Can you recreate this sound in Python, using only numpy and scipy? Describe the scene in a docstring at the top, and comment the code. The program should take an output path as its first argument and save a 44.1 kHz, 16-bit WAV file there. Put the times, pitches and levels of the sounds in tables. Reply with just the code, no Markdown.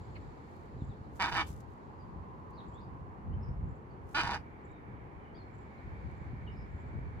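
"""Macaw on a garden perch

A macaw close to two microphone ports flicks its wings and gives two short, harsh squawks: rough pulses
ring in throat and beak, cracks are added, and a reflection off the lawn doubles each call.
Filtered noise makes light wind rumble, far traffic, passing cars, a distant drone, leaves, insects,
one dry tick and faint microphone hiss. Small birds are gliding sine whistles blurred by the trees."""
import sys
import numpy as np
from scipy import signal
from scipy.fft import rfft, irfft
from scipy.io import wavfile
from scipy.ndimage import uniform_filter1d

SR = 44100
rng = np.random.default_rng(int(sys.argv[2]) if len(sys.argv) > 2 else 0)


def generate_wav(signal):
    """Clip the signal to [-1, 1] and save it as 16-bit WAV at the path in sys.argv[1]."""
    frames = np.transpose(np.atleast_2d(signal))
    scaled = np.clip(frames, -1, 1) * 32767
    pcm = np.round(scaled).astype(np.int16)
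    wavfile.write(sys.argv[1], SR, pcm)


N = 317520
TIME = np.arange(N) / SR
FREQS = np.maximum(np.fft.rfftfreq(N, 1 / SR), 1)


def from_db(db):
    """Decibels to gain."""
    return 10 ** (np.asarray(db) / 20)


def rms_one(x):
    """Scale to unit rms."""
    return x / np.sqrt(np.mean(x ** 2) + 1e-20)


def in_hz(points):
    """A spectrum table at every frequency, joined on a log axis."""
    hz, value = np.transpose(points)
    return np.interp(np.log(FREQS), np.log(hz), value)


def left_right(balance_db):
    """Gains of the two channels from left minus right in dB."""
    return from_db(np.array([balance_db, -balance_db]) / 2)


def drift(rate_hz):
    """Slow chance with unit rms, made by low-passing noise."""
    smooth = 1 / (1 + (FREQS / rate_hz) ** 2) ** 2
    return rms_one(irfft(rfft(rng.standard_normal(N)) * smooth, N))


def resonance(x, hz, width_hz):
    """Two-pole band-pass with gain 1 on top."""
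    r = np.exp(-np.pi * width_hz / SR)
    numerator = np.array([1, 0, -1]) * (1 - r * r) / 2
    denominator = [1, -2 * r * np.cos(2 * np.pi * hz / SR), r * r]
    return signal.lfilter(numerator, denominator, x + 1e-18)


def colour(x, spectrum):
    """Causal (minimum-phase) filter of unit energy: it rings only after each pulse."""
    cepstrum = irfft(np.log(from_db(in_hz(spectrum))), N)
    # fold the second half of the cepstrum onto the first
    cepstrum[1:N // 2] *= 2
    cepstrum[N // 2 + 1:] = 0
    response = np.exp(rfft(cepstrum))
    unit_response = response / np.sqrt(np.mean(np.abs(response) ** 2))
    return irfft(rfft(x) * unit_response, N)


def air_noise(spectrum):
    """Stereo noise of rms 1: mixed mid and side noise sets how alike the ports are at each pitch."""
    # likeness of the two ports: hz, likeness (-1 to 1)
    likeness = [(60, 0.46), (130, 0.62), (300, 0.84), (640, 0), (1000, -0.28), (1400, -0.55), (3100, 0.15),
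                (7000, 0), (15000, 0.14)]
    # lean of the noise across the ports: hz, left_minus_right_db
    lean = [(60, 0), (110, 0.5), (200, 0), (380, 3), (700, -0.5), (1290, -2.5), (2380, -2.0), (4400, 7),
            (8120, 0), (15000, 0.5)]
    mid, side = rfft(rng.standard_normal((2, N)))
    alike = np.clip(in_hz(likeness), -1, 1)
    pair = np.sqrt(1 + alike) * mid + np.sqrt(1 - alike) * side * [[1], [-1]]
    return rms_one(irfft(pair * from_db(in_hz(spectrum)) * left_right(in_hz(lean)), N))


def swells(rows):
    """A bell-shaped envelope round the middle of each event."""
    envelope = 0
    for middle_s, length_s, level_db in rows:
        distance_squared = np.minimum((2 * (TIME - middle_s) / length_s) ** 2, 20)
        envelope = envelope + from_db(level_db) * np.exp(-distance_squared)
    return envelope


def held(start_s, length_s, edge_s):
    """Rise, hold and fall between 0 and 1; half way up at the start and at the end."""
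    nearest_end = np.minimum(TIME - start_s, start_s + length_s - TIME)
    return np.clip(nearest_end / edge_s + .5, 0, 1)


def spells(rows, edge_s):
    """Gain of held events whose powers add."""
    return np.sqrt(sum(from_db(db) ** 2 * held(start, length, edge_s) for start, length, db in rows))


def trees(x, t60_s, dull_hz):
    """Diffuse scatter from trunks and fronds: a fading noise tail, different on each side."""
    t = TIME[:SR]
    fade = from_db(-60 * t / t60_s) * (1 - np.exp(-t / 0.0017))
    tail = rng.standard_normal((2, SR)) * fade
    tail = signal.sosfilt(signal.butter(1, min(dull_hz, SR / 3), fs=SR, output="sos"), tail)
    return signal.fftconvolve(x[None], rms_one(tail) / np.sqrt(SR), axes=1)[:, :N]


def distance(waver_db):
    """Coloured noise for far traffic, passing cars, a drone that grows later on, and leaves."""
    # colour of far traffic: hz, relative_db
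    traffic_colour = [(25, -44), (60, -23.5), (130, -1), (250, -4), (420, -5), (620, -12.5), (850, -7.5),
                      (1050, -10.5), (1400, -18), (2000, -24), (3000, -36), (5000, -64.5), (12000, -72),
                      (14000, -73)]
    # cars that swell and fade as they pass: nearest_s, length_s, level_db
    cars = [(0, 0.53, -67), (2.55, 1.83, -53.5)]
    # colour of their engines and tyres: hz, relative_db
    car_colour = [(70, -5), (170, 22), (330, 3), (650, -4), (900, 13), (1040, 18), (1200, 8.5), (1600, -43)]
    # a distant drone that comes and goes: start_s, length_s, level_db
    drones = [(-.3, 0.96, -72.5), (2.9, 1.6, -80), (4.35, 0.64, -65), (4.95, 0.87, -66), (5.75, 3.6, -62.3)]
    # colour of the drone: hz, relative_db
    drone_colour = [(900, -33), (1300, -0.5), (1800, 2.5), (2050, 0), (2300, 5), (2600, -13.5), (3500, -19),
                    (6000, -43.5)]
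    # stirrings of the leaves over their faint hiss: middle_s, length_s, level_db
    rustles = [(0, 1.66, -77), (1.6, 1.7, -86), (2.7, 0.34, -87), (5.98, 0.84, -83), (6.9, 1.1, -88)]
    # colour of the leaves: hz, relative_db
    leaf_colour = [(1000, -2.5), (2500, -1), (4400, 4.5), (5600, -6), (7200, -2.5), (9000, -16.5),
                   (12000, -15.5), (15000, -32)]
    traffic_db, leaves_db, drone_edge_s = -51.5, -86, 0.23
    layers = [(from_db(traffic_db), traffic_colour),
              (swells(cars), car_colour),
              (spells(drones, drone_edge_s), drone_colour),
              (from_db(leaves_db) + swells(rustles), leaf_colour)]
    return sum(gain * from_db(waver_db * drift(12.3)) * air_noise(spectrum) for gain, spectrum in layers)


def wind(lumps_db, buffet_hz, buffet_width_hz):
    """Lumpy rumble on the ports, with single eddies that thump."""
    # gusts over the steady breeze: start_s, length_s, level_db
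    gusts = [(0, 0.34, -51.5), (.76, .15, -45), (1.32, 0.28, -48), (2.1, 0.12, -47), (2.85, 0.24, -46.5),
             (3.26, 0.45, -38.5), (4.19, 0.19, -47.5), (5.87, 1.45, -45.5), (6.22, 0.43, -46),
             (6.94, 0.56, -47.5)]
    # colour of the rumble: hz, relative_db
    rumble_colour = [(20, -42), (35, -13.5), (55, 1), (80, 1.5), (150, -5.5), (250, -18), (450, -35.5),
                     (900, -59), (4000, -100)]
    # single buffets, the strongest setting the peak of all: start_s, peak_db
    buffets = [(.765, -32.5), (.820, -27), (.893, -35), (1.012, -36), (1.503, -37), (2.16, -36.5),
               (3.491, -32), (4.245, -33), (4.886, -35.5), (6.332, -35), (6.989, -34.5)]
    breeze_db, gust_edge_s = -51, .06
    flow = np.hypot(from_db(breeze_db), spells(gusts, gust_edge_s))
    rumble = flow * rms_one(air_noise(rumble_colour) * from_db(lumps_db * drift(25)))
    eddies = np.zeros(N)
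    for start_s, peak_db in buffets:
        eddies[int(start_s * SR)] = from_db(peak_db)
    low_pass = signal.butter(3, 260, fs=SR, output="sos")
    thumps = signal.sosfilt(low_pass, resonance(eddies, buffet_hz, buffet_width_hz))
    return rumble + thumps * eddies.max() / np.abs(thumps).max()


def microphone_hiss(level_db):
    """The microphone's own faint hiss, as steady noise."""
    # colour of the hiss: hz, relative_db
    hiss_colour = [(1000, -9), (6000, 2), (9000, -6), (12000, -1.5), (13500, -20)]
    return from_db(level_db) * air_noise(hiss_colour)


def insects(flutter_db):
    """Short, high buzzes: a narrow band of noise whose level flutters."""
    # buzzes: middle_s, length_s, level_db
    buzzes = [(.1, 0.47, -84.5), (.55, .5, -94), (.86, 0.14, -79.5), (2.73, 0.11, -78), (3.72, 0.15, -84.5),
              (4.68, 0.094, -82), (5.58, 0.2, -83.5), (6.2, 0.13, -86), (6.8, .2, -83)]
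    # colour of a buzz: hz, relative_db
    buzz_colour = [(6000, -28), (6900, 5), (7300, 10), (7900, -2), (8700, -43)]
    return swells(buzzes) * rms_one(from_db(flutter_db * drift(80))) * air_noise(buzz_colour)


def songbirds(trill_hz, trill_width, flutter_db, scatter_db):
    """Gliding whistles, some with a fast uneven trill, blurred by the trees."""
    # small birds, levels before flutter and the mix of direct and scattered sound:
    # start_s, length_s, first_hz, middle_hz, last_hz, level_db, trill_depth (0-1)
    chirps = [(0.783, .06, 4090, 3730, 3180, -72, .5), (0.887, 0.053, 4130, 3640, 3170, -74.5, .16),
              (1.031, 0.033, 4290, 3950, 3900, -73.5, .1), (1.986, .053, 5000, 4750, 4620, -75, 0.2),
              (2.529, .04, 4010, 4900, 5100, -73, .6), (2.556, 0.068, 4670, 3770, 3500, -67, 0.72),
              (2.723, .11, 3140, 3600, 4950, -71.5, .3), (2.797, .055, 5030, 4960, 4600, -81, .6),
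              (3.323, 0.027, 2890, 3030, 3050, -71, .26), (3.407, 0.095, 5230, 5200, 5420, -79, 0.7),
              (3.896, 0.047, 4600, 4570, 4280, -78, .6), (4.59, 0.033, 4800, 4270, 4000, -80.5, .5),
              (4.683, .11, 3740, 3790, 3560, -75.5, .1), (5.2, .12, 3040, 2970, 2900, -79, 0.5),
              (5.345, .04, 4380, 5020, 4300, -66.5, 0.1), (5.349, 0.031, 3200, 3520, 3700, -69.5, .7),
              (5.377, 0.057, 4370, 4270, 4200, -68, 0.07), (5.773, 0.02, 4250, 4100, 3900, -75, 0),
              (6.46, .08, 3700, 3750, 3680, -80, 0.06), (6.466, 0.023, 3180, 2970, 2830, -62, 0.4),
              (6.515, .027, 4730, 5300, 5600, -77, .2), (6.556, 0.089, 5130, 5140, 5150, -73, .65)]
    song = np.zeros(N)
    wobble, flutter = drift(trill_hz), from_db(flutter_db * drift(90))
    for start_s, length_s, first_hz, middle_hz, last_hz, level_db, trill in chirps:
        u = np.linspace(0, 1, int(length_s * SR))
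        at = max(int(start_s * SR), 0) + np.arange(len(u))
        glide_hz = np.interp(u, [0, .5, 1], [first_hz, middle_hz, last_hz])
        hz = glide_hz * (1 + trill_width * trill * wobble[at])
        envelope = np.sqrt(2 * np.abs(np.sin(np.pi * u)))
        whistle = np.sin(2 * np.pi * np.cumsum(hz) / SR)
        song[at] += from_db(level_db) * flutter[at] * envelope * whistle
    direct = song * left_right(np.array([3.0])) * from_db(-4.0)
    return direct + from_db(scatter_db) * trees(song, t60_s=0.27, dull_hz=8000)


def dry_tick():
    """A short burst of coloured noise."""
    # the tick: middle_s, length_s, level_db
    ticks = [(.165, 0.024, -54.5)]
    # its colour: hz, relative_db
    tick_colour = [(1300, -10), (2000, 11), (2900, 7), (3500, -19), (4300, 6), (5500, -34)]
    return swells(ticks) * air_noise(tick_colour)


def wings(grain_db):
    """Feathers slide over one another in tiny catches: noise with a grainy level."""
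    # feather strokes and flicks: middle_s, length_s, level_db
    strokes = [(.55, 0.26, -82.5), (1.168, .037, -70), (1.32, 0.28, -67), (1.468, .008, -62),
               (1.493, 0.036, -59.5), (1.52, 0.072, -67.5), (1.565, 0.0055, -67), (1.60, .058, -71.5),
               (1.73, 0.11, -83.5), (2.51, .012, -77), (2.908, 0.0021, -74), (4.115, .064, -71.5),
               (4.24, 0.27, -72), (6.115, .01, -78)]
    # colour of the feathers: hz, relative_db
    feather_colour = [(1000, -32), (2500, 0), (4500, -3), (7000, 3.5), (9500, -3.5), (12000, 0.5),
                      (15500, -13)]
    return swells(strokes) * rms_one(from_db(grain_db * drift(220))) * air_noise(feather_colour)


def effort(start_s, length_s, level_db, pitch_hz):
    """Pitch, gain, roughness and gape of one squawk: each push draws them away from the plain rasp."""
    # hard pushes change the rasp's loudness, pitch and roughness and open the beak; roughness is before
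    # the break-up ramp and level before the voice trim:
    # start_s, length_s, level_db, first_pitch_hz, last_pitch_hz, roughness (0-1), beak_gape (0-1)
    pushes = [(1.201, 0.059, -32, 176.3, 290.9, 0.56, 0.37), (1.358, 0.033, -31.5, 229.4, 259.4, 0.6, 0.4),
              (1.378, 0.051, -32, 333.7, 295, .38, 0.9), (4.138, .04, -33, 284.4, 293.8, .05, 1),
              (4.168, .044, -31.3, 345, 270.1, 0.41, 1)]
    rough, gape = .74, 0.061  # the plain rasp, each 0-1
    push_edge_s, attack_s, release_s, breakup_s = .014, 0.003, 0.038, .035
    for at_s, push_s, push_db, first_hz, last_hz, push_rough, push_gape in pushes:
        push = held(at_s, push_s, push_edge_s)
        push_hz = np.interp(TIME, [at_s, at_s + push_s], [first_hz, last_hz])
        pitch_hz = pitch_hz + push * (push_hz - pitch_hz)
        level_db = level_db + push * (push_db - level_db)
        rough = rough + push * (push_rough - rough)
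        gape = gape + push * (push_gape - gape)
    # the first squawk catches briefly
    catch_s, catch_length_s, catch_db = 1.308, .011, -23
    catch = held(catch_s - catch_length_s / 2, catch_length_s, catch_length_s / 2)
    level_db = level_db + catch_db * catch
    age_s = TIME - start_s
    envelope = np.clip(np.minimum(age_s / attack_s, (length_s - age_s) / release_s), 0, 1)
    # the voice starts clean and breaks up
    rough = rough * np.clip(age_s / breakup_s, 0, 1) ** 2
    return pitch_hz, from_db(level_db) * envelope, rough, gape


def syrinx(pitch_hz, rough, sounding_s, jitter, shimmer_db, hiss_db, puff_s):
    """Membranes slap shut once a cycle; when rough they slap unevenly and let out puffs of turbulence."""
    pulses, at = np.zeros(N), sounding_s[0] * SR
    for uneven_time, uneven_strength in np.clip(rng.standard_normal((200, 2)), -2, 2):
        if at >= sounding_s[1] * SR:
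            break
        i = round(at)
        period = SR / pitch_hz[i] * np.exp(jitter * rough[i] * uneven_time)
        pulses[i] = np.sqrt(period) * from_db(shimmer_db * rough[i] * uneven_strength)
        at += period
    fade = np.exp(-1 / (puff_s * SR))
    puffs = signal.lfilter([np.sqrt(1 - fade ** 2)], [1, -fade], pulses + 1e-18)
    return pulses + from_db(hiss_db) * rough * puffs * rng.standard_normal(N)


def squawk(row, beak):
    """Pulses ring in the throat and windpipe; the opening beak adds its own resonances."""
    # throat colour: hz, relative_db
    throat = [(100, -14), (330, -2.5), (560, -12.5), (700, -2.5), (900, 3), (1250, -2.5), (1750, 0.5),
              (2050, -8), (2500, -3.5), (3250, -6.5), (3700, -13), (4250, -21), (4700, -9), (6100, -18.5),
              (6900, -26.5), (9000, -25), (15000, -51)]
    # narrow resonances of the windpipe: hz, width_hz, level_db
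    windpipe = [(910, 230, -13.5), (2450, 48, -6), (3517, 58, -3.5), (4580, 130, 0), (6100, 220, -5)]
    # bands where the throat delays each pulse: hz, width_hz
    spread = [(1000, 1500), (1700, 1200)]
    pitch_hz, gain, rough, gape = effort(*row)
    start_s, end_s = row[0], row[0] + row[1]
    source = syrinx(pitch_hz, np.clip(rough, 0, 1), (start_s, end_s),
                    jitter=.2, shimmer_db=5, hiss_db=0, puff_s=.002)
    voice = colour(source, throat)
    voice = voice + sum(from_db(db) * resonance(voice, hz, width) for hz, width, db in windpipe)
    voice = voice + gape * sum(from_db(db) * resonance(voice, hz, width) for hz, width, db in beak)
    # the nearly shut beak makes the rasp hollow and muffles its treble
    voice = voice + (1 - gape) * from_db(-4.5) * resonance(voice, hz=930, width_hz=260)
    muffle_hz, share_lost = 3700, 0.48
    treble = signal.sosfilt(signal.butter(1, muffle_hz, "high", fs=SR, output="sos"), voice)
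    voice = voice - (1 - gape) * share_lost * treble
    # a narrow gap in the rasp's spectrum
    voice = voice - resonance(voice, hz=3240, width_hz=250)
    # all-passes: the body of each pulse swells a moment after its sharp edge
    for hz, width_hz in spread:
        voice = voice - 2 * resonance(voice, hz, width_hz)
    # air pressure, not the single slap, sets the loudness
    inside = uniform_filter1d(((TIME >= start_s) & (TIME <= end_s)) * 1.0, size=800)
    power = uniform_filter1d(voice ** 2, size=800)
    return voice * gain * np.sqrt(np.abs(inside) / (np.abs(power) + 1e-3))


def macaw(voice_trim_db, scatter_db):
    """Squawks with sharp cracks, reflected off the trunk and the lawn and scattered by the trees."""
    # squawks, each a low rasp, level before the voice trim: start_s, length_s, level_db, pitch_hz
    squawks = [(1.194, 0.25, -37.5, 203.4), (4.1445, 0.24, -37, 199.8)]
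    # resonances that grow as the beak opens, one set for each squawk: hz, width_hz, level_db
    beaks = [
        [(1250, 70, 12), (1830, 190, 4), (2290, 21, 17.5), (3080, 350, 7), (3520, 80, 5)],
        [(1343, 154, 7), (1780, 47, -3), (2440, 120, 2.5), (3080, 110, 10), (4100, 130, 8.5)],
    ]
    # the hardest cracks in the rasp: start_s, strength_db
    crack_times = [(1.2232, -14), (1.2602, -22), (1.2942, -27), (1.3458, -24), (1.3708, -17.5),
                   (4.2143, -17.5), (4.2350, -20.5), (4.2535, -26), (4.2773, -21.5), (4.3115, -21),
                   (4.3358, -25), (4.3502, -24)]
    # colour of a crack: hz, relative_db
    crack_colour = [(300, -15), (950, 5), (1900, 4), (3200, 0), (4800, 10.5), (6300, -4.5), (7500, -3.5),
                    (11000, -11.5), (15500, -26)]
    # reflections of the squawk: delay_s, level_db, dull_above_hz, left_lead_s
    reflections = [(.00135, -15.5, 6040, -.0001), (.0062, -4.5, 3500, .00006), (0.0118, -22, 5000, .0002),
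                   (0.0182, -48, 5000, 0.0001)]
    # phase of the bird at the two microphone ports: hz, left_lead_radians
    port_phase = [(100, -1), (700, 0.1), (1400, 0.36), (2000, 0.75), (3100, 3), (4500, 1.5), (6000, 4),
                  (8000, 4.5), (10000, 1.5), (11500, 4)]
    # balance of the bird at the ports: hz, left_minus_right_db
    port_balance = [(300, 1), (800, 1), (1900, -7.5), (2600, -2.5), (3300, 1.5), (3950, 21), (4300, 1),
                    (5300, 6), (6200, -5.5), (7500, -0.5), (15000, 1)]
    clicks = np.zeros(N)
    for start_s, strength_db in crack_times:
        clicks[int(start_s * SR)] = from_db(strength_db)
    calls = sum(squawk(row, beak) for row, beak in zip(squawks, beaks))
    voice = from_db(voice_trim_db) * calls + colour(clicks, crack_colour)
    # each reflection is duller than the direct sound and has its own lead between the ports
    paths = 1
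    for delay_s, level_db, dull_hz, lead_s in reflections:
        arrival_s = delay_s + np.array([[-lead_s], [lead_s]]) / 2
        dulling = np.sqrt(1 + (FREQS / dull_hz) ** 2)
        paths = paths + from_db(level_db) * np.exp(-2j * np.pi * FREQS * arrival_s) / dulling
    ports = left_right(in_hz(port_balance)) * np.exp(.5j * in_hz(port_phase) * [[1], [-1]])
    at_ports = irfft(rfft(voice) * paths * ports, N)
    return at_ports + from_db(scatter_db) * trees(voice, t60_s=0.15, dull_hz=7000)


def scene():
    """The bird in its garden."""
    background = distance(waver_db=0.45) + wind(lumps_db=2.0, buffet_hz=83.5, buffet_width_hz=102)
    hiss = microphone_hiss(level_db=-89)
    garden = insects(flutter_db=4.5)
    garden = garden + songbirds(trill_hz=250, trill_width=.06, flutter_db=4.5, scatter_db=-8.0)
    bird = wings(grain_db=4.0) + macaw(voice_trim_db=-0.5, scatter_db=-12.5)
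    return background + hiss + garden + dry_tick() + bird


def record(dry):
    """A steep low-pass cuts the top of the treble."""
    cutoff_hz = 16050
    return signal.sosfilt(signal.ellip(10, .1, 70, cutoff_hz, fs=SR, output="sos"), dry)


dry = scene()
out = record(dry)
generate_wav(out)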